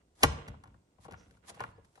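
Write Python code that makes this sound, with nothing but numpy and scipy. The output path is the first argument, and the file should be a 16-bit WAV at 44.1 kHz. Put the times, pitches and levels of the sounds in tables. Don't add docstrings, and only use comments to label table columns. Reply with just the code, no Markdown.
import sys
import numpy as np
from scipy import signal
from scipy.fft import rfft, irfft
from scipy.io import wavfile
from scipy.ndimage import uniform_filter1d

SR = 44100
rng = np.random.default_rng(int(sys.argv[2]) if len(sys.argv) > 2 else 0)


def dump(signal):
    limited = np.clip(np.atleast_2d(signal).T, -1, 1)
    pcm = np.round(limited * 32767).astype(np.int16)
    wavfile.write(sys.argv[1], SR, pcm)


def volts_from_db(level):
    exponent = np.asarray(level, float) / 20
    return 10 ** exponent


N = 88200

# (time [s], case ring level [dB], pitch centre [Hz], bright tick level [dB], bench thump level [dB],
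#  contact length before limiting [s])
KNOCKS = [(0.2089, -46, 680, -72.5, -72, 0.0022), (0.234, -11, 640, -21, -39.5, 0.0041),
          (0.236, -12.5, 820, -18, -22, 0.0016), (0.24, -11, 1300, -29.5, -37, 0.0035),
          (0.249, -19.5, 700, -39, -36.5, 0.006), (0.323, -35, 450, -62, -40.5, 0.0072),
          (0.48, -39, 780, -55, -45.5, 0.0013), (0.484, -38, 493.6, -54, -41, 0.0042),
          (0.542, -44.5, 995, -83, -55, 0.0021), (0.639, -43, 1071, -61.5, -59, 0.0032),
          (0.658, -50, 1150, -80, -65, 0.0034), (0.675, -50.5, 1130, -76, -62, 0.0047),
          (0.744, -51.5, 999, -84, -59, 0.0029), (0.986, -49, 625, -87, -58.5, 0.0019),
          (1.046, -56.5, 652, -67.5, -60, 0.0054), (1.052, -38.5, 762, -81, -51.5, 0.009),
          (1.0844, -33, 592.6, -70, -61.5, 0.0026), (1.112, -42.5, 960, -60.5, -46.5, 0.0036),
          (1.124, -45, 584, -56, -49.5, 0.0023), (1.136, -39, 900, -64, -75, 0.0023),
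          (1.143, -36.5, 1328, -59, -60, 0.00052), (1.311, -57, 460, -65.5, -60.5, 0.0022),
          (1.346, -68, 1276, -84, -67, 0.0024), (1.372, -60.5, 1253, -75.5, -70.5, 0.0024),
          (1.501, -38, 781, -54, -60.5, 0.0028), (1.513, -43.5, 624, -82, -59, 0.0046),
          (1.546, -50.5, 1150, -67.5, -55.5, 0.0082), (1.573, -43, 657, -89, -81, 0.0062),
          (1.597, -35, 1845, -67, -55.5, 0.0039), (1.6061, -24.5, 1010, -45.5, -51, 0.0021),
          (1.613, -32.5, 1320, -64, -58, 0.00193), (1.623, -36.5, 990, -81, -56, 0.0025),
          (1.64, -27.5, 1300, -45, -50.5, 0.00064), (1.781, -44, 506, -90, -55.5, 0.0061),
          (1.848, -62, 516, -73, -71, 0.0048), (1.957, -51.5, 569, -68, -74.5, 0.0057),
          (1.978, -46, 747, -73, -64.5, 0.0024)]
# (time [s], creak level in the case [dB], rumble level in the bench [dB])
HANDS = [
    [(0, -71.5, -76), (.04, -82.5, -69.5), (.172, -85, -80), (.19, -68.5, -66), (.215, -58.5, -67),
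     (.233, -34.5, -35)],
    [(.28, -85, -40.5), (.376, -48, -47.5), (.45, -59, -60), (.504, -56, -45), (.6, -72.5, -65),
     (.7, -72, -60), (.82, -88, -71.5), (.88, -82, -81.5), (.94, -82.5, -76.5)],
    [(.94, -80.5, -74.5), (1.044, -81, -65), (1.064, -65, -51.5), (1.096, -62.5, -61),
     (1.152, -61.5, -58.5), (1.258, -68.5, -72.5), (1.284, -70.5, -59.5), (1.384, -75.5, -73),
     (1.41, -77, -83)],
    [(1.41, -88.5, -89.5), (1.436, -67.5, -66), (1.546, -62.5, -70), (1.58, -63.5, -64),
     (1.622, -48, -56.5), (1.732, -71.5, -59.5), (1.772, -72, -59.5), (1.874, -84, -75.5),
     (1.9, -89, -87.5), (2, -67.5, -99)],
]
LEFT_LAG = round(.062 / 343 * SR)
LEAD_S = .003
ALIKE_BELOW_HZ = 840


def rms_one(x):
    return x / np.sqrt(np.mean(x ** 2) + 1e-20)


def at_hz(points, hz):
    points = np.array(points)
    return np.interp(np.log(hz + 1), np.log(points[:, 0]), points[:, 1])


def colour(x, spectrum):
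    cepstrum = irfft(at_hz(spectrum, np.arange(1025) * SR / 2048) * np.log(10) / 20)
    cepstrum[1:1024] *= 2
    cepstrum[1025:] = 0
    pulse = irfft(np.exp(rfft(cepstrum)))
    pulse = pulse / np.sqrt(np.sum(pulse ** 2))
    pulse = np.reshape(pulse, (1,) * (x.ndim - 1) + (-1,))
    return signal.fftconvolve(x, pulse)[..., :N]


def ring(force, hz, t60):
    r = volts_from_db(-60 / (t60 * SR))
    w = 2 * np.pi * hz / SR
    return signal.lfilter([0, np.sin(w)], [1, -2 * r * np.cos(w), r * r], force + 1e-18)


def grains(per_s, shape):
    spread_db = 3.5
    sizes = volts_from_db(spread_db * np.minimum(rng.exponential(1, shape), 4)) * rng.choice([-1, 1], shape)
    return rms_one(sizes * (rng.random(shape) < per_s / SR))


def alike_below(pair, hz):
    low = signal.sosfilt(signal.butter(2, hz, fs=SR, output="sos"), pair)
    return pair - low + low[0]


def while_on(curves, column=1):
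    t, gain = np.arange(N) / SR, 0
    for rows in curves:
        columns = np.transpose(rows)
        gain = gain + volts_from_db(np.interp(t, columns[0], columns[column], left=-120, right=-120))
    return gain


def contacts():
    t = np.arange(1024) / SR
    length = np.clip(np.array(KNOCKS)[:, 5:6], .0004, .007)
    shape = (1 - np.exp(-t / .00025)) * np.exp(-t / length)
    content = rfft(np.roll(rng.laplace(size=shape.shape) * shape, 40, axis=1))
    even = irfft(content / (uniform_filter1d(np.abs(content), size=15) + 1e-9))
    energy_root = np.sqrt(np.sum(shape ** 2, axis=1, keepdims=True))
    return even * (t < .018) * energy_root


def contact_lean():
    # (time [s], lean to the left before weighting [dB])
    lean_curve = [(0, .6), (.3, .8), (.65, 1), (.75, 2.5), (1.1, 1.8), (1.35, 2), (1.6, .4), (1.65, 1.4),
                  (2, 1.5)]
    return np.interp(np.array(KNOCKS)[:, 0], *np.transpose(lean_curve))


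def lay(shapes, db, left_db, delay_s):
    s, out = np.array(KNOCKS)[:, 0], np.zeros((2, N + SR))
    for side, (weight, lag) in enumerate([(0.99, LEFT_LAG), (-1.6, 0)]):
        first = ((s + delay_s) * SR).astype(int) + lag
        at = first[:, None] + np.arange(shapes.shape[1])
        np.add.at(out[side], at, shapes * volts_from_db(db + weight * left_db)[:, None])
    return out[:, :N]


def body(modes, shapes, db, left_db, rubbing, delay_s):
    strength_spread_db, favour_spread_db = 2, 2
    held_share = .3
    walls_apart_m = .09
    hits, hum, content = 0, 0, np.abs(rfft(shapes, 4096))
    db = db + strength_spread_db * rng.standard_normal(db.shape)
    for k, (hz, level_db, t60) in enumerate(modes):
        tilt_db = favour_spread_db * rng.standard_normal() * np.array([[.5], [-.5]])
        favour = (-1) ** k * volts_from_db(level_db + tilt_db)
        share = content[:, [int(hz / SR * 4096)]] + .3 * content.mean(axis=1, keepdims=True)
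        left, right = ring(lay(shapes / share, db[:, k], left_db, delay_s), hz, t60)
        apart = int(rng.uniform(-1, 1) * walls_apart_m / 343 * SR)
        hits = hits + favour * np.array([np.roll(left, apart), right])
        hum = hum + favour * ring(rubbing, hz, held_share * t60)
    return hits, rms_one(hum)


def case_sound(chatter, left_db):
    # (frequency [Hz], level before random spread [dB], free ring time t60 [s])
    shell_modes = [(303, -0.5, 0.036), (381.7, -8.5, 0.055), (465.2, -1.5, 0.04), (561, -6, 0.046),
                   (598, -6, 0.034), (792, 1.5, 0.023), (869.4, -0.5, 0.029), (965, -1.5, 0.032),
                   (1112, -4, 0.04), (1257, -6, 0.035), (1423, -5.5, 0.051), (1710, -2.5, 0.017),
                   (1941, -3.5, 0.027), (2295, -6, 0.016), (2880, -3.5, 0.027), (2895, -2, 0.012),
                   (3220, -6.5, 0.02), (3920, -9.5, 0.0064)]
    gain_db, creaks_per_s = -3, 540
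    faint_knock_db = -45
    off_pitch_db = 14
    _, case_db, centre_hz, _, _, _ = np.transpose(KNOCKS)
    octaves = np.log2(np.array(shell_modes)[:, 0] / centre_hz[:, None])
    off_pitch = octaves ** 2 * (case_db / faint_knock_db)[:, None]
    strength_db = (case_db + gain_db)[:, None] - off_pitch_db * off_pitch
    rubbing = alike_below(grains(creaks_per_s, (2, N)), ALIKE_BELOW_HZ)
    knocks, creak = body(shell_modes, chatter, strength_db, left_db, rubbing, -LEAD_S)
    return knocks + while_on(HANDS) * creak


def ticks(chatter, left_db):
    # (frequency [Hz], relative level [dB per Hz])
    tick_spectrum = [(880, -24.5), (1500, 1.5), (3490, -9.5), (4580, -11), (8350, -14.5), (9030, -12),
                     (10100, -31.5), (11100, -10.5), (12000, -28), (15700, -51), (22000, -120)]
    gain_db = 10
    tick_db = np.array(KNOCKS)[:, 3]
    return colour(lay(chatter, tick_db + gain_db, left_db, -LEAD_S), tick_spectrum)


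def bench_thump():
    # (frequency [Hz], level before random spread [dB], ring time t60 [s])
    bench_modes = [(52, -10.5, .2), (73.85, -8, 0.32), (113.5, 2, 0.094), (151, -9, 0.26), (191, -4, 0.084)]
    gain_db, lean_db, delay_s = 1.5, 1, 0.0055
    bench_db = np.array(KNOCKS)[:, 4]
    strength_db = (bench_db + gain_db)[:, None] + np.zeros(len(bench_modes))
    clicks = np.ones((len(KNOCKS), 1))
    thump, _ = body(bench_modes, clicks, strength_db, lean_db, np.zeros(N), delay_s)
    return thump


def rubs():
    # (time [s], level [dB])
    rub_curves = [
        [(0.15, -78.5), (0.224, -54.5), (0.229, -41.5), (0.234, -23)],
        [(1.0, -89), (1.004, -73), (1.052, -62), (1.068, -72.5), (1.075, -84)],
        [(1.15, -66), (1.154, -88), (1.204, -95), (1.23, -80), (1.376, -79), (1.41, -101)],
        [(1.42, -97), (1.49, -48), (1.5, -46), (1.52, -72), (1.54, -85)],
        [(1.54, -76), (1.55, -63.5), (1.584, -75), (1.606, -63.5), (1.626, -70), (1.72, -77.5)],
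        [(1.83, -96), (1.854, -69), (1.862, -81), (1.912, -83), (1.968, -73), (2.0, -76)],
    ]
    # (frequency [Hz], relative level [dB per Hz])
    rub_spectrum = [(410, -30.5), (700, -3), (1250, -3.5), (1400, -23), (1710, -6.5), (2960, -15.5),
                    (3140, -9.5), (10100, -11), (10900, -10), (12000, -23), (15700, -50), (22000, -120)]
    slips_per_s = 3500
    alike = 0.1
    common = grains(slips_per_s, N)
    common = np.array([np.roll(common, LEFT_LAG), common])
    slips = alike * common + (1 - alike) * grains(slips_per_s, (2, N))
    return while_on(rub_curves) * rms_one(colour(slips, rub_spectrum))


def hand_rumble():
    # (frequency [Hz], relative level [dB per Hz])
    rumble_spectrum = [(25, -9), (45, -1), (75, 3), (115, -6.5), (170, -9), (300, -19), (700, -48),
                       (3000, -89.5)]
    pushes_per_s = 340
    return while_on(HANDS, column=2) * rms_one(colour(grains(pushes_per_s, N), rumble_spectrum))


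def squeak():
    # (time [s], level [dB])
    squeak_curve = [(1.15, -95), (1.176, -71.5), (1.202, -69), (1.26, -82), (1.28, -83.5)]
    pitch_hz, width_hz = 5830, 700
    breath = ring(rng.standard_normal(N), pitch_hz, 2.2 / width_hz)
    return while_on([squeak_curve]) * rms_one(breath)


def whistles():
    # (start [s], length [s], first pitch [Hz], last pitch [Hz], level before swell and waver [dB])
    glides = [(1.68, .19, 1800, 1620, -78.5), (1.7, .075, 4500, 4350, -85.5),
              (1.752, 0.032, 4990, 4910, -83.5), (1.947, .05, 3940, 3906, -79),
              (1.97, 0.032, 4440, 4500, -87)]
    out, t = 0, np.arange(N) / SR
    for s, length, first_hz, last_hz, db in glides:
        part = np.clip((t - s) / length, 0, 1)
        waver = 1 + 0.33 * rms_one(uniform_filter1d(rng.standard_normal(N), size=400))
        pitch_hz = first_hz + (last_hz - first_hz) * part
        tone = np.sin(2 * np.pi * np.cumsum(pitch_hz) / SR)
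        out = out + volts_from_db(db) * waver * np.sin(np.pi * part) * tone
    return out


def room(x):
    # (frequency [Hz], time [s])
    die_away = [(60, 0.31), (250, 0.71), (1000, 0.53), (4000, 0.54), (10000, 0.14)]
    # (frequency [Hz], relative level [dB])
    echo_spectrum = [(60, -1.84), (350, 2), (700, 0.5), (1300, -0.5), (2000, -2.5), (3200, -2), (6000, 0.5),
                     (12000, -1)]
    gap_s, room_alike_below_hz = 0.00072, 660
    t, band_edges, echo = np.arange(SR) / SR, 30 * 2. ** np.arange(10), 0
    white = alike_below(rng.standard_normal((2, 2, SR)), room_alike_below_hz)
    for k, (low, high) in enumerate(zip(band_edges, band_edges[1:])):
        octave = signal.butter(2, [low, high], "band", fs=SR, output="sos")
        band = signal.sosfilt(octave, white[:, k % 2])
        echo = echo + band * volts_from_db(-60 * t / at_hz(die_away, np.sqrt(low * high)))
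    echo = colour(echo, echo_spectrum)[:, :SR] * (1 - np.exp(-(t / gap_s) ** 2))
    echo = echo / np.sqrt(np.sum(echo ** 2) / 2)
    return signal.fftconvolve(x[:1], echo)[:, :N]


def steady_air():
    # (frequency [Hz], relative level [dB per Hz])
    air_spectrum = [(15, -36), (25, 0.5), (109, -12), (358, -12), (440, -16), (585, -17.5), (1780, -34),
                    (8830, -32), (10300, -44.5), (12000, -39), (15700, -65.5), (22000, -120)]
    air_db = -72.5
    noise = alike_below(rng.standard_normal((2, N)), ALIKE_BELOW_HZ)
    return volts_from_db(air_db) * rms_one(colour(noise, air_spectrum))


def scene():
    room_db, bench_room_db = -19, -13
    chatter, left_db = contacts(), contact_lean()
    bright = case_sound(chatter, left_db) + ticks(chatter, left_db) + rubs() + squeak() + whistles()
    deep = bench_thump() + hand_rumble()
    echoes = room(volts_from_db(room_db) * bright + volts_from_db(bench_room_db) * deep)
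    return bright + deep + echoes + steady_air()


def band_limit(x):
    return signal.sosfilt(signal.butter(12, 12190, fs=SR, output="sos"), x)


def record(dry):
    cut = signal.butter(2, 40, "high", fs=SR, output="sos")
    mix = signal.sosfilt(np.vstack([cut, cut]), dry)
    return band_limit(mix)


dry = scene()
out = record(dry)
dump(out)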